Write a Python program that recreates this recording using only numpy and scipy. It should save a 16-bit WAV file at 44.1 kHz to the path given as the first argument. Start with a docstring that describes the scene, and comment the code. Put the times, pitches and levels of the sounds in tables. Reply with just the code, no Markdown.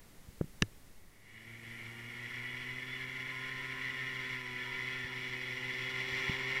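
"""Paramotor trike take-off

A paramotor trike opens its throttle and takes off across a grass field, heard through a small camera's case.
Engine and propeller are two stacks of harmonics, geared slightly apart so that they beat.
Their rasp and the noise of torn air ring in the case's resonances near 2 kHz.
The hand knocks and clicks the case a few times; shaped noise makes a light wind rumble and a hiss."""
import sys
import numpy as np
from scipy import signal
from scipy.fft import rfft, irfft
from scipy.io import wavfile

SR = 44100
rng = np.random.default_rng(int(sys.argv[2]) if len(sys.argv) > 2 else 0)


def persist_wave(psi):
    """Save psi, clipped to +-1, as 16-bit WAV."""
    counts = np.round(np.clip(psi, -1, 1) * 32767).astype(np.int16)
    wavfile.write(sys.argv[1], SR, np.atleast_2d(counts).T)


N = 291060  # length [samples]


def from_db(db):
    """Decibels to gain."""
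    return np.exp(np.asarray(db) * (np.log(10) / 20))


def rms_one(x):
    """The same sound at rms 1."""
    return x / np.sqrt(np.mean(x * x) + 1e-20)


def in_time(rows):
    """A (time [s], value) curve at every sample."""
    times, values = np.transpose(rows)
    return np.interp(np.arange(N) / SR, times, values)


def bins():
    """Frequency [Hz] of every bin of a full-length spectrum, at least 1."""
    return np.maximum(np.arange(N // 2 + 1) * SR / N, 1)


def colour(points):
    """Gain of a (frequency [Hz], level [dB]) spectrum at every bin, interpolated over log frequency."""
    hz, db = np.transpose(points)
    return from_db(np.interp(np.log(bins()), np.log(hz), db))


def tinted(x, gain):
    """A sound with the given gain at every bin; rms 1."""
    return rms_one(irfft(rfft(x) * gain, N))


def drift(rate):
    """Smooth random wander of rms about 1, low-passed at rate [Hz] and drawn at every 50th sample."""
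    size = N // 50 + 2
    hz = np.arange(size // 2 + 1) * SR / N
    spectrum = rfft(rng.standard_normal(size)) / (1 + (hz / rate) ** 2)
    slow = rms_one(irfft(spectrum, size))
    return np.interp(np.linspace(0, size - 1, N), np.arange(size), slow)


def ring(x, hz, t60):
    """Two-pole resonator: a unit click sets a sine of height 1 ringing, 60 dB down after t60 [s]."""
    radius = from_db(-60 / (t60 * SR))
    angle = 2 * np.pi * hz / SR
    feedback = [1, -2 * radius * np.cos(angle), radius * radius]
    return signal.lfilter([0, np.sin(angle)], feedback, x + 1e-18)


def brighten(x, shelf_db, corner_hz):
    """Raises or lowers what lies above the corner."""
    top = irfft(rfft(x) / (1 + (corner_hz / bins()) ** 8), N)
    return x + (from_db(shelf_db) - 1) * top


def hiss():
    """Quiet field and microphone hiss: steadily coloured noise with a bump at 2 kHz."""
    # colour of the hiss: (frequency [Hz], relative level per Hz [dB])
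    hiss_colour = [(100, 7.5), (250, 6.5), (450, 3), (700, -1.5), (1100, -3), (1550, -4.5), (2000, -1.5),
                   (2500, -6.5), (4000, -8.5), (7000, -10), (11500, -10.5), (14200, -15), (15800, -24)]
    # level of the hiss: (time [s], level [dB])
    hiss_level = [(0, -61.5), (.85, -63), (1.1, -65.5), (1.35, -63.5), (1.7, -59.5), (6.6, -62)]
    return from_db(in_time(hiss_level)) * tinted(rng.standard_normal(N), colour(hiss_colour))


def wind():
    """Wind and handling rumble on the case: low noise in small gusts, settling once the camera is held still."""
    # level of the rumble: (time [s], level [dB])
    wind_level = [(0, -58), (.45, -52), (1.1, -57), (1.3, -63.5), (6.6, -63)]
    # colour of the rumble: (frequency [Hz], relative level per Hz [dB])
    rumble_colour = [(12, 4), (25, -5.5), (50, -11.5), (100, -16), (200, -19), (400, -31.5), (1000, -40)]
    gusts_db = 0.5 * drift(rate=5.8)
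    return from_db(in_time(wind_level) + gusts_db) * tinted(rng.standard_normal(N), colour(rumble_colour))


def knocks():
    """Dull knocks of the hand: each pulls and pushes the case once, and leaves it ringing low."""
    # (time [s], push peak [dB], push peak after centre [ms], ring [Hz], ring level re peak [dB])
    knock_list = [(0.289, -44.5, 1.8, 189, -13), (0.4127, -21.5, 0.76, 158, -11.5),
                  (0.444, -38, 1, 139, -19), (0.6222, -23.5, 0.96, 105, -23),
                  (0.6275, -24.5, 0.91, 103, -4), (5.048, -42.5, 1.4, 125, -1), (6.128, -47, 2.3, 140, -12),
                  (6.2971, -29, 1.04, 168, -13)]
    body_t60_s = 0.098
    out = np.zeros(N)
    for s, peak_db, half_ms, ring_hz, ring_db in knock_list:
        span = np.arange(round((s - .05) * SR), round((s + .25) * SR))
        t = span / SR - s
        u = t / (half_ms / 1000)
        push = u / (1 + u * u / 5) ** 3   # dips at u = -1, peaks at u = 1
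        since = np.maximum(t, 0)
        tail = np.sin(2 * np.pi * ring_hz * since) * from_db(-60 * since / body_t60_s)
        out[span] += from_db(peak_db) * (push / push.max() + from_db(ring_db) * tail)
    return out


def clicks():
    """Taps and sharp snaps on the plastic case; a soft contact barely stirs its high modes."""
    # impulses: (time [s], level before the contact's low-pass [dB], hardness as that low-pass [Hz])
    click_list = [(0.4113, -17.5, 870), (0.6216, -20, 15100), (0.6226, -15.5, 8000), (0.6285, -22, 560),
                  (6.2970, -27, 400)]
    # modes of the case: (frequency [Hz], level [dB], decay by 60 dB [s])
    modes = [(313, -8, 0.023), (520, -12, 0.016), (1120, -13, 0.012), (1380, -8, 0.015), (1720, -5.5, .018),
             (2220, -3, 0.0057), (2720, 0.5, 0.0075), (3880, -4, 0.0049), (4630, -4.5, 0.0035),
             (5900, -1.5, 0.0027), (8230, -15, 0.0047), (9600, -11, .002), (12500, -22, 0.0026)]
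    hits = np.zeros(N)
    for s, db, contact_hz in click_list:
        contact = signal.butter(4, contact_hz, fs=SR, output="sos")
        impulse = signal.unit_impulse(N, round(s * SR)) + 1e-18
        hits += from_db(db) * signal.sosfilt(contact, impulse)
    out = np.zeros(N)
    for k, (hz, db, t60) in enumerate(modes):
        out += (-1) ** k * from_db(db) * ring(hits, hz, t60)   # alternating polarity
    return out


def case_gain(hz):
    """Gain of the case's steep-sided resonances, which colour harmonics and rushing air alike."""
    # (centre [Hz], width [Hz], gain [dB])
    resonances = [(1053, 106, -15), (1406, 100, -11), (1802, 124, -5.5), (2002, 164, 1), (2212, 146, -0.5),
                  (2513, 100, -12), (2874, 178, -8.5), (3355, 220, -11), (4013, 425, -20.5),
                  (4670, 140, -22), (5500, 610, -23.5), (7340, 380, -32.5)]
    power = 1e-6
    for centre, width, db in resonances:
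        skirt = 1 + ((hz - centre) / width) ** 2
        power = power + from_db(db) ** 2 / skirt ** 3
    return np.sqrt(power)


def rush(firings, blades):
    """Gas puffs at each firing and air torn by each blade: pulsing noise, ringing in the case; rms 1."""
    # propeller wash under the resonances: (frequency [Hz], level per Hz [dB])
    wash = [(25, -32), (60, -25), (110, -16), (200, -19), (330, -21), (500, -23.5), (750, -25),
            (1200, -23.5), (3000, -37), (8000, -42.5), (15000, -46.5)]
    puffs = 1 + 0.19 * np.cos(2 * np.pi * firings) + 0.034 * np.cos(2 * np.pi * blades)
    roughness = from_db(0.5 * drift(rate=51))
    air = rng.standard_normal(N) * puffs * roughness
    return tinted(air, np.hypot(case_gain(bins()), colour(wash)))


def harmonics(cycles, rate, orders, levels, low_flutter_db, high_flutter_db, leak_db):
    """Harmonics of a repeating pulse; moving air makes the short waves flutter more than the long ones."""
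    boom, bark, whine, rasp = levels
    response = case_gain(bins()) + from_db(leak_db)   # the leak bypasses the resonances
    out = np.zeros(N)
    for order, level_db in orders:
        level = boom if order < 3 else bark if order < 8 else whine if order < 16 else rasp
        flutter_db = low_flutter_db + high_flutter_db * min(order / 12, 1) ** 2
        flutter = from_db(flutter_db * drift(rate=2 + 0.35 * order))
        swell = np.interp(order * rate, bins(), response)   # a line swells as it glides into a resonance
        phase = rng.random() * (order - 1)   # random start of each overtone [cycles]
        line = swell * flutter * np.sin(2 * np.pi * (order * cycles + phase))
        out += level * from_db(level_db) * rms_one(line)
    return out


def drone_levels(speed):
    """Gains of boom, bark and whine: all come up with engine speed; boom and bark grow as the trike nears."""
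    # whine (orders 8-15) at full power: (time [s], level [dB])
    whine_level = [(1.5, -70), (1.9, -60.5), (2.7, -61), (3.5, -52), (4.7, -53), (5.7, -58.5), (6.6, -51.5)]
    # full pull from 117.4 firings/s up; below it the drone falls by 1 dB per firing/s
    power_db = -1.0 * np.maximum(117.4 - speed, 0)
    # the trike rolls closer, covering this share of the starting distance each second
    roll_s, closing_per_s = 1.32, 0.12
    rolled = closing_per_s * np.maximum(np.arange(N) / SR - roll_s, 0)
    approach_db = -20 * np.log10(np.maximum(1 - rolled, .1))
    # full-power level at the start of the roll, plus a share of the approach
    boom_db = -54 + 0.28 * approach_db     # orders 1-2
    bark_db = -65.5 + 1.7 * approach_db    # orders 3-7
    return from_db(power_db + np.array([boom_db, bark_db, in_time(whine_level)]))


def paramotor():
    """One crankshaft drives both; blades pass a little slower than firings: four to six throbs a second."""
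    # engine speed: (time [s], firings per second [Hz])
    engine_speed = [(1.0, 91.9), (1.18, 98.8), (1.36, 110.2), (1.51, 115.0), (1.9, 116.9), (2.65, 125.7),
                    (2.83, 127.3), (3.43, 129.8), (4.03, 130.4), (4.33, 127.8), (4.51, 124.2),
                    (4.78, 127.1), (5.08, 127.6), (5.38, 126.1), (6.52, 131.1), (6.58, 131.1)]
    # upper rasp before the throttle gain, swelling with approach and moving air: (time [s], level [dB])
    rasp_level = [(1.11, -72), (1.37, -55), (1.83, -47.5), (1.95, -49), (2.37, -43), (2.47, -44),
                  (4.23, -41.5), (4.31, -40), (4.43, -43.4), (4.61, -44), (4.89, -39.5), (5.01, -42.8),
                  (5.95, -38.5), (6.03, -40.5), (6.15, -36), (6.29, -35.5), (6.35, -38.5), (6.59, -37)]
    # exhaust: (multiple of the firing rate, level re its boom, bark, whine or rasp [dB])
    exhaust_orders = [(1, -1.2), (2, -5.5), (3, 0.3), (4, -9.5), (5, -22), (6, -15), (7, -14.5), (8, -8),
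                      (9, -28), (10, -12.5), (11, -8.5), (12, -11), (13, -16), (14, -0.5), (15, -2.5),
                      (16, -10), (17, -17), (18, -15), (19, -17.5), (20, -14.5), (21, -17), (22, -18),
                      (23, -22), (24, -16.5), (25, -35), (26, -20.5), (27, -21)]
    # propeller: (multiple of the blade rate, level re its boom, bark, whine or rasp [dB])
    propeller_orders = [(1, -10.5), (2, -18.5), (3, -13), (4, -19), (5, -34), (6, -65), (7, -17), (8, -14),
                        (9, -19.5), (10, -39), (11, -17.5), (12, -20), (13, -31), (14, -13), (15, -42),
                        (16, -30)]
    # brightness of the rushing air as the trike gathers speed: (time [s], treble shelf [dB])
    treble = [(1.2, -0.5), (2.5, -1), (4.2, 1.5), (5.2, 2), (6.0, 3), (6.6, 2)]
    blades_per_firing = .952

    speed = in_time(engine_speed)
    turns = np.cumsum(speed) / SR   # counted in firings
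    firings = turns + 0.0067 * drift(rate=7.3)   # no two firings come exactly on time
    blades = blades_per_firing * turns

    throttle = in_time([(.9, 0.46), (1.15, 0.95)])   # (time [s], gain)
    air_flutter_db = 0.94 * drift(rate=17)   # on the rasp's way through the air
    rasp = throttle * from_db(in_time(rasp_level) + air_flutter_db)
    levels = (*drone_levels(speed), rasp)

    exhaust = harmonics(firings, speed, exhaust_orders, levels,
                        low_flutter_db=0.5, high_flutter_db=3.0, leak_db=-35)
    propeller = harmonics(blades, blades_per_firing * speed, propeller_orders, levels,
                          low_flutter_db=2.0, high_flutter_db=10.0, leak_db=-23)
    air = from_db(-1.5) * rasp * rush(firings, blades)
    return exhaust + propeller + brighten(air, in_time(treble), corner_hz=2900)


def scene():
    """Hiss, wind and handling under the paramotor, in one channel."""
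    return (hiss() + wind() + knocks() + clicks() + paramotor())[None]


def record(dry):
    """The top is cut steeply at 15750 Hz."""
    return irfft(rfft(dry) / np.sqrt(1 + (bins() / 15750) ** 300), N)


dry = scene()
out = record(dry)
persist_wave(out)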